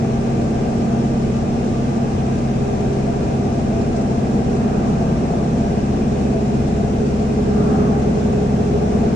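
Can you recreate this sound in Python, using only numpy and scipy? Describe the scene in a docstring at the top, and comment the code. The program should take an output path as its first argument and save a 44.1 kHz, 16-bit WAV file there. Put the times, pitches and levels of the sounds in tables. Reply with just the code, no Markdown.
"""Driving through a road tunnel

Inside a cruising car, heard by two microphones on the dashboard. The engine hums, the tyre tread
drones and sings in short surges, a faint whine fades, and air hisses at the glass with soft ticks.
The road rumbles through the car's body: coarser stretches swell the roar and uneven spots thud.
Now and then the wall throws tyre noise back as a whoosh."""
import sys
import numpy as np
from scipy import signal
from scipy.io import wavfile
from scipy.ndimage import uniform_filter1d

SR = 44100
rng = np.random.default_rng(int(sys.argv[2]) if len(sys.argv) > 2 else 0)


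def to_wav(sig):
    """Store sig (one row per channel, or 1-D mono) as 16-bit WAV at the path in sys.argv[1].

    Samples outside -1..1 are clipped; the rate is SR.
    """
    pcm = np.clip(np.atleast_2d(sig), -1, 1) * 32767
    pcm = np.round(pcm).astype(np.int16)
    wavfile.write(sys.argv[1], SR, pcm.T)  # frames by channels


N = 403515
TIME_S = np.arange(N) / SR
MIDWAY_S = 4.0  # slow changes in loudness are counted from this moment


def gain_of(db):
    """Turn decibels into a number to multiply by."""
    return 10 ** (np.asarray(db) / 20)


def unit_level(x):
    """Scale a signal so that its average power is 1."""
    return x / np.sqrt(np.mean(x ** 2) + 1e-20)


def curve_at(points, hz):
    """Join a table's points into a curve and look it up at these pitches."""
    pitch_hz, value = np.transpose(points)
    return np.interp(np.log(hz + 1), np.log(pitch_hz + 1), value)


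def drift(t, top_hz):
    """A random wander: sine waves with random starts, the slow ones stronger."""
    rates_hz = top_hz * np.geomspace(.05, 1, 16)
    return unit_level(sum(np.sin(2 * np.pi * (hz * t + rng.random())) / np.sqrt(hz) for hz in rates_hz))


def tone(turns, level_db, left_louder_db, left_ahead_rad):
    """A pure tone at both microphones; turns counts its vibrations so far."""
    side = np.array([[.5], [-.5]])
    gain = np.sqrt(2) * gain_of(level_db + left_louder_db * side)
    return gain * np.cos(2 * np.pi * turns + left_ahead_rad * side)


# How fast the four-stroke engine runs: time_s, cycles_per_s
ENGINE_SPEED = [(0, 16.55), (.7, 16.52), (3.9, 16.8), (5.9, 16.91), (9.15, 17.08)]
def engine_cycles():
    """Count the engine cycles completed since the start."""
    return np.cumsum(np.interp(TIME_S, *np.transpose(ENGINE_SPEED))) / SR


# The hum's tones: cycle_multiple, midway_level_db, midway_growth_db_per_s, left_louder_db, left_ahead_rad
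HUM_TONES = [(2, -42, 0, 1.7, -0.16), (3, -49, 1.7, 2.2, -0.25), (4, -33, 2.0, 1.8, 0.1),
             (6, -45, 1.4, 1.5, -0.03), (7, -46, 1.1, 1.0, -0.26), (8, -26, -.1, -0.5, -0.05),
             (9, -38, .4, 1.6, -0.09), (10, -36, -.4, -0.9, -0.25), (11, -45, 2.0, 0.6, -0.4),
             (12, -29, 1.4, -0.6, -0.15), (13, -29.5, 1.0, -0.2, 0.12), (14, -25.7, -1.1, -1.6, -0.02),
             (15, -33, .1, 1.3, 0.15), (16, -50, -2.0, -1.9, -0.09), (17, -42, -.3, 1.7, -0.15),
             (19, -48, -1.5, -0.8, 0.15), (20, -47, 2.0, 1.5, -0.06), (25, -41, 3.3, -3.0, -1.0),
             (26, -48, 1.4, 0.7, 0.14), (28, -37.2, -.1, 2.6, -0.13), (32, -45, .6, 6.2, 0.92),
             (34.4, -47, .6, 2.0, 0.3), (36, -44, -.3, 1.0, -0.82), (40, -53, 0, 1.4, 0.85),
             (41, -55, 1.5, 1.2, 0.9), (56, -64, -1.3, 2.4, 2.92), (72, -59.5, -1.4, 1.8, -2.77),
             (96, -61, -1.3, 0, 1.0), (108, -67, -1.0, 0, 0), (144, -65, -.4, 1.0, 1.0)]
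# Brief dips and swells of single tones: cycle_multiple, middle_s, half_length_s, change_db
HUM_DIPS_AND_SWELLS = [(14, 2.9, .65, -4), (15, .2, 0.44, -6), (15, 2.9, 1.0, -4), (28, 3.2, 0.79, -8),
                       (28, 5.2, 0.15, -3), (28, 6.7, .25, -6), (13, 1.9, 0.56, -4), (12, 1.6, 0.5, 4),
                       (12, 3.4, .12, 2), (12, 2.5, .3, 2), (12, 6.3, 0.078, 5), (12, 4.9, 0.058, 6),
                       (12, 7.7, 0.16, 5), (13, 8.74, 0.28, 1.5)]
def engine():
    """The engine hums at multiples of its cycle rate; each tone wavers a little with the load."""
    step = 8  # the hum is low, so every eighth sample is enough
    level_off_s, waver_db, slip_turns = 2.5, 1.0, .03
    cycles, t = engine_cycles()[::step], TIME_S[::step]
    grid_s = np.arange(0, N / SR + .1, .02)
    growing_s = level_off_s * np.tanh((grid_s - MIDWAY_S) / level_off_s)
    hum = np.zeros((2, len(t)))
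    for multiple, midway_db, growth, left_louder_db, left_ahead_rad in HUM_TONES:
        level_db = midway_db + growth * growing_s + waver_db * drift(grid_s, top_hz=12)
        for which, middle_s, half_s, change_db in HUM_DIPS_AND_SWELLS:
            if which == multiple:
                level_db += change_db * np.exp(-((grid_s - middle_s) / half_s) ** 2)
        smear = .09 * multiple ** 2  # the body spreads each firing over the cycle
        slip = np.interp(t, grid_s, slip_turns * drift(grid_s, top_hz=3))
        turns = multiple * cycles + smear + slip
        hum += tone(turns, np.interp(t, grid_s, level_db), left_louder_db, left_ahead_rad)
    return signal.resample_poly(hum, step, 1, axis=1)[:, :N]


# How loud the tread drones: time_s, level_db
TREAD_LOUDNESS = [(0, -38), (2.3, -41.5), (2.6, -33), (3.2, -30), (3.8, -31.5), (4.2, -50), (4.45, -30.5),
                  (5.2, -33), (6.1, -38), (6.35, -30.5), (7.05, -31), (7.22, -38), (7.45, -27.5),
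                  (7.95, -25), (8.3, -27.5), (8.7, -26.5), (9.15, -28)]
def tread_drone():
    """Tread blocks meet the road at a rate geared to the engine; pitch and loudness tremble."""
    blocks_per_cycle, tremble_hz, tremble_db = 24.36, 1.5, 2.2
    grid_s = np.arange(0, N / SR + .1, .01)
    pitch_shift_hz = np.interp(TIME_S, grid_s, tremble_hz * drift(grid_s, top_hz=12))
    turns = blocks_per_cycle * engine_cycles() + np.cumsum(pitch_shift_hz) / SR
    level_db = np.interp(TIME_S, *np.transpose(TREAD_LOUDNESS))
    level_db += np.interp(TIME_S, grid_s, tremble_db * drift(grid_s, top_hz=12))
    return tone(turns, level_db, left_louder_db=-4, left_ahead_rad=-1.4)


# The course of the whine: time_s, pitch_hz, level_db
WHINE_COURSE = [(0, 1191, -52), (2, 1191, -52), (3.7, 1188, -56), (5, 1180, -62), (9.15, 1172, -58)]
def whine(waver_hz=6.0):
    """A thin, fading tone with an unsteady pitch."""
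    time_s, pitch_hz, level_db = np.transpose(WHINE_COURSE)
    grid_s = np.arange(0, N / SR + .1, .01)
    pitch_shift_hz = np.interp(TIME_S, grid_s, waver_hz * drift(grid_s, top_hz=15))
    turns = np.cumsum(np.interp(TIME_S, time_s, pitch_hz) + pitch_shift_hz) / SR
    return tone(turns, np.interp(TIME_S, time_s, level_db), left_louder_db=0, left_ahead_rad=.5)


# How alike noise is at the two microphones: pitch_hz, likeness_0_to_1
MIC_LIKENESS = [(30, 1), (60, 0.99), (95, 0.9), (140, 1), (200, 0.85), (300, 0.9), (400, 0.5), (480, 0.6),
                (580, 0.4), (640, 0.45), (690, 0.75), (760, 0.5), (850, 0.65), (1030, 0.6), (1550, 0.25),
                (2300, 0.1), (4000, 0)]
# How far the wave at the left microphone runs ahead: pitch_hz, left_ahead_rad
MIC_LEAD = [(20, 0.2), (200, 0.16), (430, -0.5), (690, 1.29), (1030, 3), (2070, 7)]
# How much louder the left microphone hears it: pitch_hz, left_louder_db
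MIC_BALANCE = [(30, 3), (90, 3), (140, 4.5), (300, -1.5), (460, 1), (690, 3), (1030, 2), (1300, -0.5),
               (1550, -2.5), (2400, 2.5), (2700, -1.5), (3500, 1.5), (5400, 2), (6200, -3.5), (7200, -7),
               (8500, -1), (11000, 6.5)]
def cabin_noise(colour_db, frame_size, patchy_db, swell_db, swell_hz):
    """Gently changing noise at both microphones; colour_db gives its strength at each pitch."""
    hop = frame_size // 4
    frames, hz = N // hop + 5, np.fft.rfftfreq(frame_size, 1 / SR)
    a, b, c, d, patches = rng.standard_normal((frames, len(hz), 5)).T
    left, unrelated = a + 1j * b, c + 1j * d
    likeness = np.clip(curve_at(MIC_LIKENESS, hz), 0, 1)[:, None]
    delayed = left * np.exp(-1j * curve_at(MIC_LEAD, hz))[:, None]
    right = likeness * delayed + np.sqrt(1 - likeness ** 2) * unrelated
    balance = gain_of(curve_at(MIC_BALANCE, hz) / 2)[:, None]
    spectra = np.array([left * balance, right / balance])
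    # blurring across pitch, then time, makes soft louder and quieter patches
    patches = uniform_filter1d(patches, size=10, axis=0)
    patches = unit_level(uniform_filter1d(patches, size=6, axis=1))
    swell = drift(np.arange(frames) * hop / SR, swell_hz)
    spectra *= gain_of(colour_db(hz)[:, None] + patchy_db * patches + swell_db * swell)
    _, noise = signal.istft(spectra, nperseg=frame_size, noverlap=frame_size - hop)
    return unit_level(noise[:, :N])


# The rumble's mix of low and high: pitch_hz, relative_level_db
RUMBLE_COLOUR = [(15, -20), (25, -6.5), (40, -6), (100, -6), (180, -0.5), (260, -4), (310, -8.5),
                 (450, -7.5), (520, -12.5), (630, -11), (800, -13.5), (860, -17.5), (900, -20), (1050, -22),
                 (1600, -28.5), (2200, -34), (4000, -62), (8000, -89)]
# Pitches that the car's body boosts or weakens: pitch_hz, width_hz, boost_db
BODY_RESONANCES = [(94.5, 16, 6.5), (166.3, 11, -4.5), (350, 68, 4.5), (406, 25, 3), (576, 16, -1.5),
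                   (622, 26, -4.5), (664, 38, 1.5), (688, 37, 5), (770, 71, 3.5), (930, 27, 3.5),
                   (982, 21, 5), (1142, 57, 3.5), (1182, 30, 1.5), (1578, 36, 3.5)]
def road_rumble(midway_db=-21.5, rise_db_per_s=.06):
    """The road shakes the car's body, which rings more at some pitches than at others."""
    def colour_db(hz):
        boost_db = sum(db / (1 + (2 * (hz - pitch) / width) ** 2) for pitch, width, db in BODY_RESONANCES)
        return curve_at(RUMBLE_COLOUR, hz) + boost_db
    rumble = cabin_noise(colour_db, frame_size=4096, patchy_db=.6, swell_db=.3, swell_hz=2.6)
    return gain_of(midway_db + rise_db_per_s * (TIME_S - MIDWAY_S)) * rumble


def floor_boom(pitch_hz, width_hz=10, steady=3.0):
    """The floor panel booms: a steady ring with slow random swings on top."""
    pole = np.exp(-np.pi * width_hz / SR)
    noise = rng.standard_normal(N) + 1j * rng.standard_normal(N)
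    swing = signal.lfilter([1], np.poly([pole, pole]), noise)  # keeps only slow changes
    strength = steady + unit_level(swing.real) + 1j * unit_level(swing.imag)
    ring = np.exp(2j * np.pi * np.cumsum(pitch_hz) / SR)
    return unit_level((strength * ring).real)


# The roar's mix of low and high: pitch_hz, relative_level_db
ROAR_COLOUR = [(50, -22), (80, -9.5), (100, -2), (125, -11), (150, -2.5), (200, 3.5), (400, -9.5),
               (650, -9.5), (780, -9.5), (1000, -18.5), (1150, -14.5), (1400, -27.5), (1700, -32),
               (2200, -47), (5000, -91)]
# Coarser stretches of road: middle_s, half_length_s, roar_db, boom_db, boom_pitch_hz
COARSE_STRETCHES = [(5.153, 0.46, -28, -25, 166.8), (7.746, 0.19, -25, -27.5, 175.8),
                    (8.848, 0.86, -35.5, -27, 178.2)]
def road_roar(smooth_roar_db=-43.5, smooth_boom_db=-48.5):
    """The tyres roar and the floor booms, softly on smooth road and louder on coarse stretches."""
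    middle_s, half_s, roar_db, boom_db, boom_hz = np.transpose(COARSE_STRETCHES)[:, :, None]
    passing = np.exp(-((TIME_S - middle_s) / half_s) ** 2)
    roar_gain = gain_of(smooth_roar_db) + (gain_of(roar_db) * passing).sum(0)
    boom_gain = gain_of(smooth_boom_db) + (gain_of(boom_db) * passing).sum(0)
    roar = cabin_noise(lambda hz: curve_at(ROAR_COLOUR, hz),
                       frame_size=4096, patchy_db=2, swell_db=.7, swell_hz=3)
    boom = floor_boom(np.interp(TIME_S, middle_s[:, 0], boom_hz[:, 0]))
    return roar_gain * roar + boom_gain * boom


# The hiss's mix of low and high: pitch_hz, relative_level_db
HISS_COLOUR = [(880, -40.5), (1500, -9.5), (1590, -4.5), (1860, -10.5), (2020, -3.5), (2240, -7),
               (2460, -1), (3040, -7.5), (3520, -8.5), (4860, -10.5), (5440, -7), (7120, -11.5),
               (9080, -18.5), (11300, -32), (12000, -45), (15600, -73), (22000, -120)]
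def air_hiss(level_db=-42):
    """Air rushes over the glass and hisses, flickering slightly."""
    return gain_of(level_db) * cabin_noise(lambda hz: curve_at(HISS_COLOUR, hz),
                                           frame_size=1024, patchy_db=.78, swell_db=.18, swell_hz=40)


# Uneven spots in the road: start_s, peak_db
UNEVEN_SPOTS = [(.08, -24), (2.12, -22), (3.37, -23), (7.74, -28), (8.55, -27)]
def thuds(pitch_hz=97, rise_s=.045):
    """The wheels cross an uneven spot and the body rings low: a soft rise and a short fall."""
    start_s, peak_db = np.transpose(UNEVEN_SPOTS)[:, :, None]
    age = np.maximum(TIME_S - start_s, 0) / rise_s
    loudness = (gain_of(peak_db) * age * np.exp(1 - age)).sum(0)
    return loudness * np.sin(2 * np.pi * pitch_hz * TIME_S)


# The clearer ticks: start_s, peak_db
CLEAR_TICKS = [(0.9194, -47), (2.3794, -47), (2.9243, -45), (3.8094, -47), (3.9594, -45), (4.0088, -46),
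               (4.5594, -49), (5.0194, -47), (7.0594, -47), (7.2194, -47), (7.7594, -47)]
def ticks(small_per_s=10, small_db=-51, left_louder_db=1.5, rise_s=.0055):
    """Tiny puffs of high noise nearer the left microphone: clear ones at set times, small ones at random."""
    small = gain_of(small_db + 2 * rng.standard_normal(N))
    small *= rng.random(N) < small_per_s / SR
    strikes = np.array([small, .3 * small])
    for start_s, peak_db in CLEAR_TICKS:
        strikes[:, round(start_s * SR)] += gain_of(peak_db + np.array([.5, -.5]) * left_louder_db)
    age = np.arange(2000) / SR / rise_s
    puffs = signal.oaconvolve(strikes, (age * np.exp(1 - age))[None])[:, :N]
    treble_band = signal.butter(4, [4100, 7900], "bandpass", fs=SR, output="sos")
    return puffs * unit_level(signal.sosfilt(treble_band, rng.standard_normal((2, N))))


# Changes in the tunnel wall going by: peak_s, peak_db, rise_s
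WALL_CHANGES = [(.9, -44.5, .06), (3.75, -47, .1), (4.78, -40, 0.17), (7.72, -35.5, 0.19)]
# The whoosh's mix of low and high: pitch_hz, relative_level_db
WHOOSH_COLOUR = [(100, -60), (700, -12), (950, -4), (1200, 2), (1500, -7), (1900, -18), (5000, -80)]
def wall_whooshes(fade_over_rise=1.6):
    """Tyre noise thrown back by the wall swells, then fades more slowly."""
    swell = np.zeros(N)
    for peak_s, peak_db, rise_s in WALL_CHANGES:
        width_s = rise_s * np.where(TIME_S > peak_s, fade_over_rise, 1)
        swell += gain_of(peak_db) * np.exp(-((TIME_S - peak_s) / width_s) ** 2)
    return swell * cabin_noise(lambda hz: curve_at(WHOOSH_COLOUR, hz),
                               frame_size=1024, patchy_db=.5, swell_db=.5, swell_hz=4.6)


# Short surges of tyre singing: middle_s, peak_db, pitch_hz
SINGING_SURGES = [(2.7, -34, 697), (2.9, -45, 685), (3.1, -32.5, 668), (3.3, -36, 663), (3.54, -37, 672),
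                  (3.77, -30.5, 663), (3.99, -30, 674), (4.2, -39, 660), (4.41, -35, 675), (4.59, -35, 666),
                  (5.02, -30, 667), (5.35, -37, 685), (5.63, -31, 670), (5.9, -37, 668), (6.1, -40, 670),
                  (6.37, -32, 665), (6.8, -33, 677), (7.74, -35.5, 773), (7.9, -31, 681),
                  (7.95, -31.5, 784), (8.02, -32, 704)]
def tyre_singing(half_length_s=.046, wobble_hz=8.7):
    """The tyre sings in surges, each a soft-edged tone with an unsteady pitch."""
    singing = np.zeros((2, N))
    t = np.arange(-3 * half_length_s, 3 * half_length_s, 1 / SR)
    swell = np.exp(-(t / half_length_s) ** 2)
    for middle_s, peak_db, pitch_hz in SINGING_SURGES:
        turns = np.cumsum(pitch_hz + wobble_hz * drift(t, top_hz=18.3)) / SR
        note = tone(turns, peak_db, left_louder_db=4.5, left_ahead_rad=1.04)
        start = round((middle_s + t[0]) * SR)
        singing[:, start:start + len(t)] += swell * note
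    return singing


def scene():
    """Add up all the sounds inside the car."""
    constant = engine() + tread_drone() + whine() + road_rumble() + road_roar() + air_hiss()
    return constant + thuds() + ticks() + wall_whooshes() + tyre_singing()


def record(dry, cutoff_hz=12000):
    """The recorder cuts off the very highest pitches."""
    low_pass = signal.firwin(511, cutoff_hz, window=("kaiser", 9), fs=SR)
    return signal.oaconvolve(dry, low_pass[None], "same")


dry = scene()
out = record(dry)
to_wav(out)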